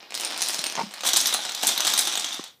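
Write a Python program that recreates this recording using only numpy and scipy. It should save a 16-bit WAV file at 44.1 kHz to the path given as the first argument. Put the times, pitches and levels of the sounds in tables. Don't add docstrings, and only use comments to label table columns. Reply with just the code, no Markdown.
import sys
import numpy as np
from scipy import signal
from scipy.fft import rfft, irfft
from scipy.io import wavfile

SR = 44100
rng = np.random.default_rng(int(sys.argv[2]) if len(sys.argv) > 2 else 0)


def log_audio(samples):
    frames = np.atleast_2d(samples).T
    limited = np.clip(frames, -1, 1)
    pcm = np.round(limited * 32767).astype(np.int16)
    wavfile.write(sys.argv[1], SR, pcm)


N = 114660
BLOW_ROOM_DB, CLATTER_ROOM_DB = -5.5, -2.5


def undb(db):
    return 10 ** (np.asarray(db) / 20)


def unit(x):
    return x / np.sqrt(np.sum(x ** 2))


def fade(t, t60):
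    return np.exp(-np.log(1000) * t / t60)


def ring(t, hz, t60):
    return np.sin(2 * np.pi * hz * t) * fade(t, t60)


def add(out, start_s, sound):
    i = int(np.clip(start_s * SR, 0, N - 1))
    out[i:i + len(sound)] += sound[:N - i]


def colour(x, points, size=2048):
    hz, db = np.array(points).T
    bin_hz = np.arange(size // 2 + 1) * SR / size
    gain = undb(np.interp(np.log(bin_hz + 1), np.log(hz), db))
    cepstrum = irfft(np.log(gain))
    cepstrum[1:size // 2] *= 2
    cepstrum[size // 2 + 1:] = 0
    return signal.fftconvolve(x, irfft(np.exp(rfft(cepstrum))))[:len(x)]


def treble(x):
    return signal.sosfiltfilt(signal.butter(2, 6000, "high", fs=SR, output="sos"), x)


def in_room(sound, room_db, size=12000, build_s=0.0041):
    t = np.arange(size) / SR
    noise = rng.standard_normal(size) * (1 - np.exp(-t / build_s))
    high = treble(noise)
    tail = unit((noise - high) * fade(t, t60=0.26) + undb(-4) * high * fade(t, t60=0.21))
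    return signal.fftconvolve(sound, (t == 0) + undb(room_db) * tail)[:size]


def contact(modes, ring_db, chatter_db, room_db):
    scatter_db, detune, chatter_s, spot_spread_db = 9.5, 0.0617, 0.0062, 4
    t = np.arange(2000) / SR
    draws = rng.standard_normal((len(modes), 2))
    ringing = sum(undb(db + scatter_db * a) * ring(t, hz * (1 + detune * b), t60)
                  for (hz, db, t60), (a, b) in zip(modes, draws))
    rebounds = rng.standard_normal(len(t))
    chatter = rebounds * np.abs(rebounds) * np.exp(-(t / chatter_s) ** 2)
    hit = (t == 0) + undb(ring_db) * unit(ringing) + undb(chatter_db) * unit(chatter)
    spot_hz = 2000 * 2 ** (np.arange(10) / 3)
    spot_db = spot_spread_db * rng.standard_normal(len(spot_hz)) * (spot_hz > spot_hz[0])
    return in_room(unit(colour(hit, np.c_[spot_hz, spot_db])), room_db)


def blows(rows, modes, ring_db, chatter_db):
    out = np.zeros(N)
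    for start_s, db, tilt_db in rows:
        hit = contact(modes, ring_db, chatter_db, BLOW_ROOM_DB)
        tilted = colour(hit, [(1250, -2 * tilt_db), (5000, 0), (10000, tilt_db)])
        add(out, start_s, undb(db) * tilted)
    return out


def clatter(times_s, level_db, treble_db, modes, ring_db, per_s, count=1600, scatter_db=5):
    hits = [contact(modes, ring_db, chatter_db=-6, room_db=CLATTER_ROOM_DB) for _ in range(64)]
    size_draw, sign_draw = rng.standard_normal((count, 2)).T
    starts_s = times_s[0] + (np.arange(count) + 2 * rng.random(count)) / per_s
    sizes = undb(scatter_db * np.minimum(size_draw, 2)) * np.sign(sign_draw)
    sizes *= np.sqrt(SR / per_s) / np.std(sizes)
    sizes *= undb(np.interp(starts_s, times_s, level_db))
    out = np.zeros(N)
    for k in np.flatnonzero(starts_s < times_s[-1]):
        add(out, starts_s[k], sizes[k] * hits[k % len(hits)])
    treble_gain = undb(np.interp(np.arange(N) / SR, times_s, treble_db))
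    return out + (treble_gain - 1) * treble(out)


def domino_chain(ring_db=-7):
    # t/s, level/dB, tilt/(dB/octave)
    tick_hits = [(.0287, -22.5, -7.5), (.1067, -9.5, 0), (.1224, -10, -2), (.143, 2.5, 3.5),
                 (.1513, 1, 6.5), (.1762, -1, 2.5), (.1992, 1.5, 5.5), (.2092, 0.5, 6.5), (.2492, -1.5, 9),
                 (.2545, -3.5, 5), (.3772, -0.5, 4.5), (.4082, 2, -0.5), (.4194, 8, 4.5), (.4247, 4.5, 6),
                 (.486, -2.5, 14.5), (.4962, -1.5, -0.5), (.534, -2.5, 4), (.5923, 1, 5), (.6409, 6.5, 2),
                 (.663, 1, 2), (.6668, 0, 2.5), (.699, -4, 4), (.724, -3.5, 1.5), (.754, -1, 0.5),
                 (.9389, -3.5, 1)]
    # t/s, level/dB, gain above 6 kHz/dB
    rattle_curve = [(0, -19.5, -20), (.095, -20, -38), (.15, -11.5, 7), (.26, -1, 1), (.36, -5.5, -3),
                    (.43, -9, 11), (.52, -4.5, 12.5), (.62, -7, 6), (.72, -5, -20), (.8, -7, 1.5),
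                    (.89, -15, 0.5), (.96, -10, -3), (1.02, -12.5, -1), (1.1, -46, -8)]
    # f/Hz, level/dB, t60/s
    modes = [(4120, -6.5, 0.017), (5670, -0.5, 0.0065), (9050, 6, 0.009), (10400, 0, 0.013)]
    # f/Hz, gain/dB
    response = [(125, -26), (210, -3.5), (340, -1), (450, -3), (750, 3), (1300, -1), (2500, 0), (4200, 1),
                (6000, -1), (8700, -9), (10500, -12.5), (15000, -18.5)]
    times_s, level_db, treble_db = np.array(rattle_curve).T
    ticks = blows(tick_hits, modes, ring_db, chatter_db=-2.5)
    rattle = clatter(times_s, level_db, treble_db, modes, ring_db, per_s=330)
    return colour(undb(1.5) * ticks + undb(-28) * rattle, response)


def room_tone(air_rms_db=-63, hum_hz=101, hum_db=-75.5):
    # f/Hz, level/dB
    spectrum = [(30, 1), (120, 7.5), (1000, -3), (4000, -16), (15000, -5)]
    air = np.sqrt(N) * unit(colour(rng.standard_normal(N), spectrum))
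    hum = np.sin(2 * np.pi * hum_hz * np.arange(N) / SR)
    return undb(air_rms_db) * air + undb(hum_db) * hum


def edge_pings(detune=0.0091, gain_db=-2):
    # t/s, f/Hz, level/dB
    strikes = [(0.2486, 8900, 0.5), (0.424, 10400, -3), (0.6663, 8800, 0), (1.327, 3760, 2),
               (1.3402, 4100, 5), (1.3393, 9900, 3), (2.1745, 3660, 1)]
    t, out = np.arange(SR // 10) / SR, np.zeros(N)
    for start_s, hz, db in strikes:
        cluster = sum(ring(t, hz * (1 + detune * draw), t60=0.03) for draw in rng.standard_normal(3))
        add(out, start_s, undb(gain_db + db) * unit(in_room(cluster, CLATTER_ROOM_DB)))
    return out


def handling(creak_db=-25.5, scrape_db=-1, slip_s=0.00402, detune=0.03):
    # t/s, level/dB
    catches = [(0.7768, -4), (.7845, -2), (.7935, 0), (.8065, -6), (0.8129, -1)]
    # f/Hz, level/dB, t60/s
    modes = [(231, -7, 0.068), (800, -7, 0.039), (912, 2, 0.039), (1043, 0, 0.032), (1350, 1.5, 0.009),
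             (2060, 1, 0.013)]
    # t/s, level/dB, f/Hz, t60/s
    bumps = [(0.589, -24.5, 178, 0.016), (0.833, -23, 208, 0.053), (0.864, -34.5, 205, 0.11),
             (2.3944, -18.5, 327.7, 0.011)]
    t, out = np.arange(SR // 5) / SR, np.zeros(N)
    for start_s, db in catches:
        case = sum(undb(mode_db) * ring(t, hz * (1 + detune * rng.standard_normal()), t60)
                   for hz, mode_db, t60 in modes)
        scrape = unit(rng.standard_normal(len(t)) * t * np.exp(-t / slip_s))
        add(out, start_s, undb(creak_db + db) * case)
        add(out, start_s - slip_s, undb(creak_db + scrape_db + db) * signal.fftconvolve(scrape, case))
    knock = undb(-8) * ring(t, hz=1080, t60=0.014)
    for start_s, db, hz, t60 in bumps:
        add(out, start_s, undb(db) * (ring(t, hz, t60) + knock))
    return colour(out, [(50, -37), (110, -14), (180, 0.0), (1800, 0.5), (4000, -13)])


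def falling_towers(ring_db=-3.5):
    # t/s, level/dB, tilt/(dB/octave)
    landing_hits = [(1.0078, -3.5, -0.5), (1.035, 0, -3.5), (1.0388, -6, -2), (1.0522, 3.5, -2.5),
                    (1.0719, 1.5, 9.5), (1.0886, 8, 3), (1.0925, -1, 1), (1.1335, 11, 4.5),
                    (1.138, 5.5, -2), (1.162, 12, 3), (1.1676, 10.5, 3.5), (1.1712, 12, 2.5),
                    (1.204, 3.5, 5.5), (1.212, 7, 2), (1.2578, 8, 1.5), (1.2705, 5, 8.5),
                    (1.3265, 3.5, -1.5), (1.3402, 8, 3.5), (1.3457, 6, -1.5), (1.391, -9.5, -8),
                    (1.4512, -0.5, -2.5), (1.4936, 0.5, 0), (1.52, -1.5, -1), (1.5486, 4.5, 2.5),
                    (1.631, 4.5, 1), (1.635, 5, -3), (1.6698, 7.5, 10.5), (1.6768, 10, 3), (1.684, 5.5, 5),
                    (1.6912, 7.5, -0.5), (1.7772, 7, 1), (1.7974, -12, -8), (1.8052, 8.5, -0.5),
                    (1.8495, 4.5, 0), (1.8695, 9.5, 0), (1.8765, 8.5, 0), (1.937, 8.5, 0.5),
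                    (1.9775, 11.5, 2), (1.9875, 7, 8), (1.9915, 11.5, 4.5), (2.009, 0.5, 11),
                    (2.053, 0.5, 0.5), (2.0725, 6, -0.5), (2.124, 1.5, -0.5), (2.1545, 3, 0),
                    (2.1745, 4, -1.5), (2.1968, 2, 1), (2.2448, 0.5, -0.5), (2.3284, -3.5, 1),
                    (2.3432, -3.5, 0), (2.4398, -8, 0.5)]
    # t/s, level/dB
    tumble_curve = [(1.02, -14), (1.07, 4.5), (1.12, -9), (1.18, -2), (1.28, -1.5), (1.37, -10),
                    (1.44, -6.5), (1.53, -12.5), (1.605, -6.5), (1.65, 0.5), (1.71, -2), (1.75, -6),
                    (1.83, -4), (1.89, 0.5), (1.96, -3), (2.04, -3.5), (2.16, -7), (2.24, -7),
                    (2.36, -10.5), (2.48, -18.5), (2.52, -65)]
    # f/Hz, level/dB, t60/s
    modes = [(833, -8, 0.017), (3250, -33, 0.035), (3614, 2.5, 0.014), (4005, 1.5, 0.033),
             (5420, -1.5, 0.019), (6133, 12, 0.018), (7030, -2, 0.032), (8740, 8.5, 0.023)]
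    # f/Hz, gain/dB
    response = [(60, -50.5), (130, -20), (210, -8), (330, -5.5), (450, -9.5), (750, -1.5), (1400, -2),
                (2600, -4), (3600, 3), (5000, -0.5), (7500, 0), (10500, -5.5), (15000, -13)]
    times_s, level_db = np.array(tumble_curve).T
    treble_db = 2 + 0.7 * level_db
    landings = blows(landing_hits, modes, ring_db, chatter_db=3)
    tumble = clatter(times_s, level_db, treble_db, modes, ring_db, per_s=420)
    return colour(landings + undb(-24.5) * tumble, response)


def scene():
    return (room_tone() + domino_chain() + falling_towers() + edge_pings() + handling())[None]


def record(dry, low_cut_hz=136, top_hz=15450, ceiling=0.7):
    low_pass = signal.ellip(10, 0.2, 75, top_hz, fs=SR, output="sos")
    high_pass = signal.butter(2, low_cut_hz, "high", fs=SR, output="sos")
    rounded = ceiling * np.tanh(signal.sosfilt(low_pass, dry) / ceiling)
    return signal.sosfilt(low_pass, signal.sosfilt(high_pass, rounded))


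dry = scene()
out = record(dry)
log_audio(out)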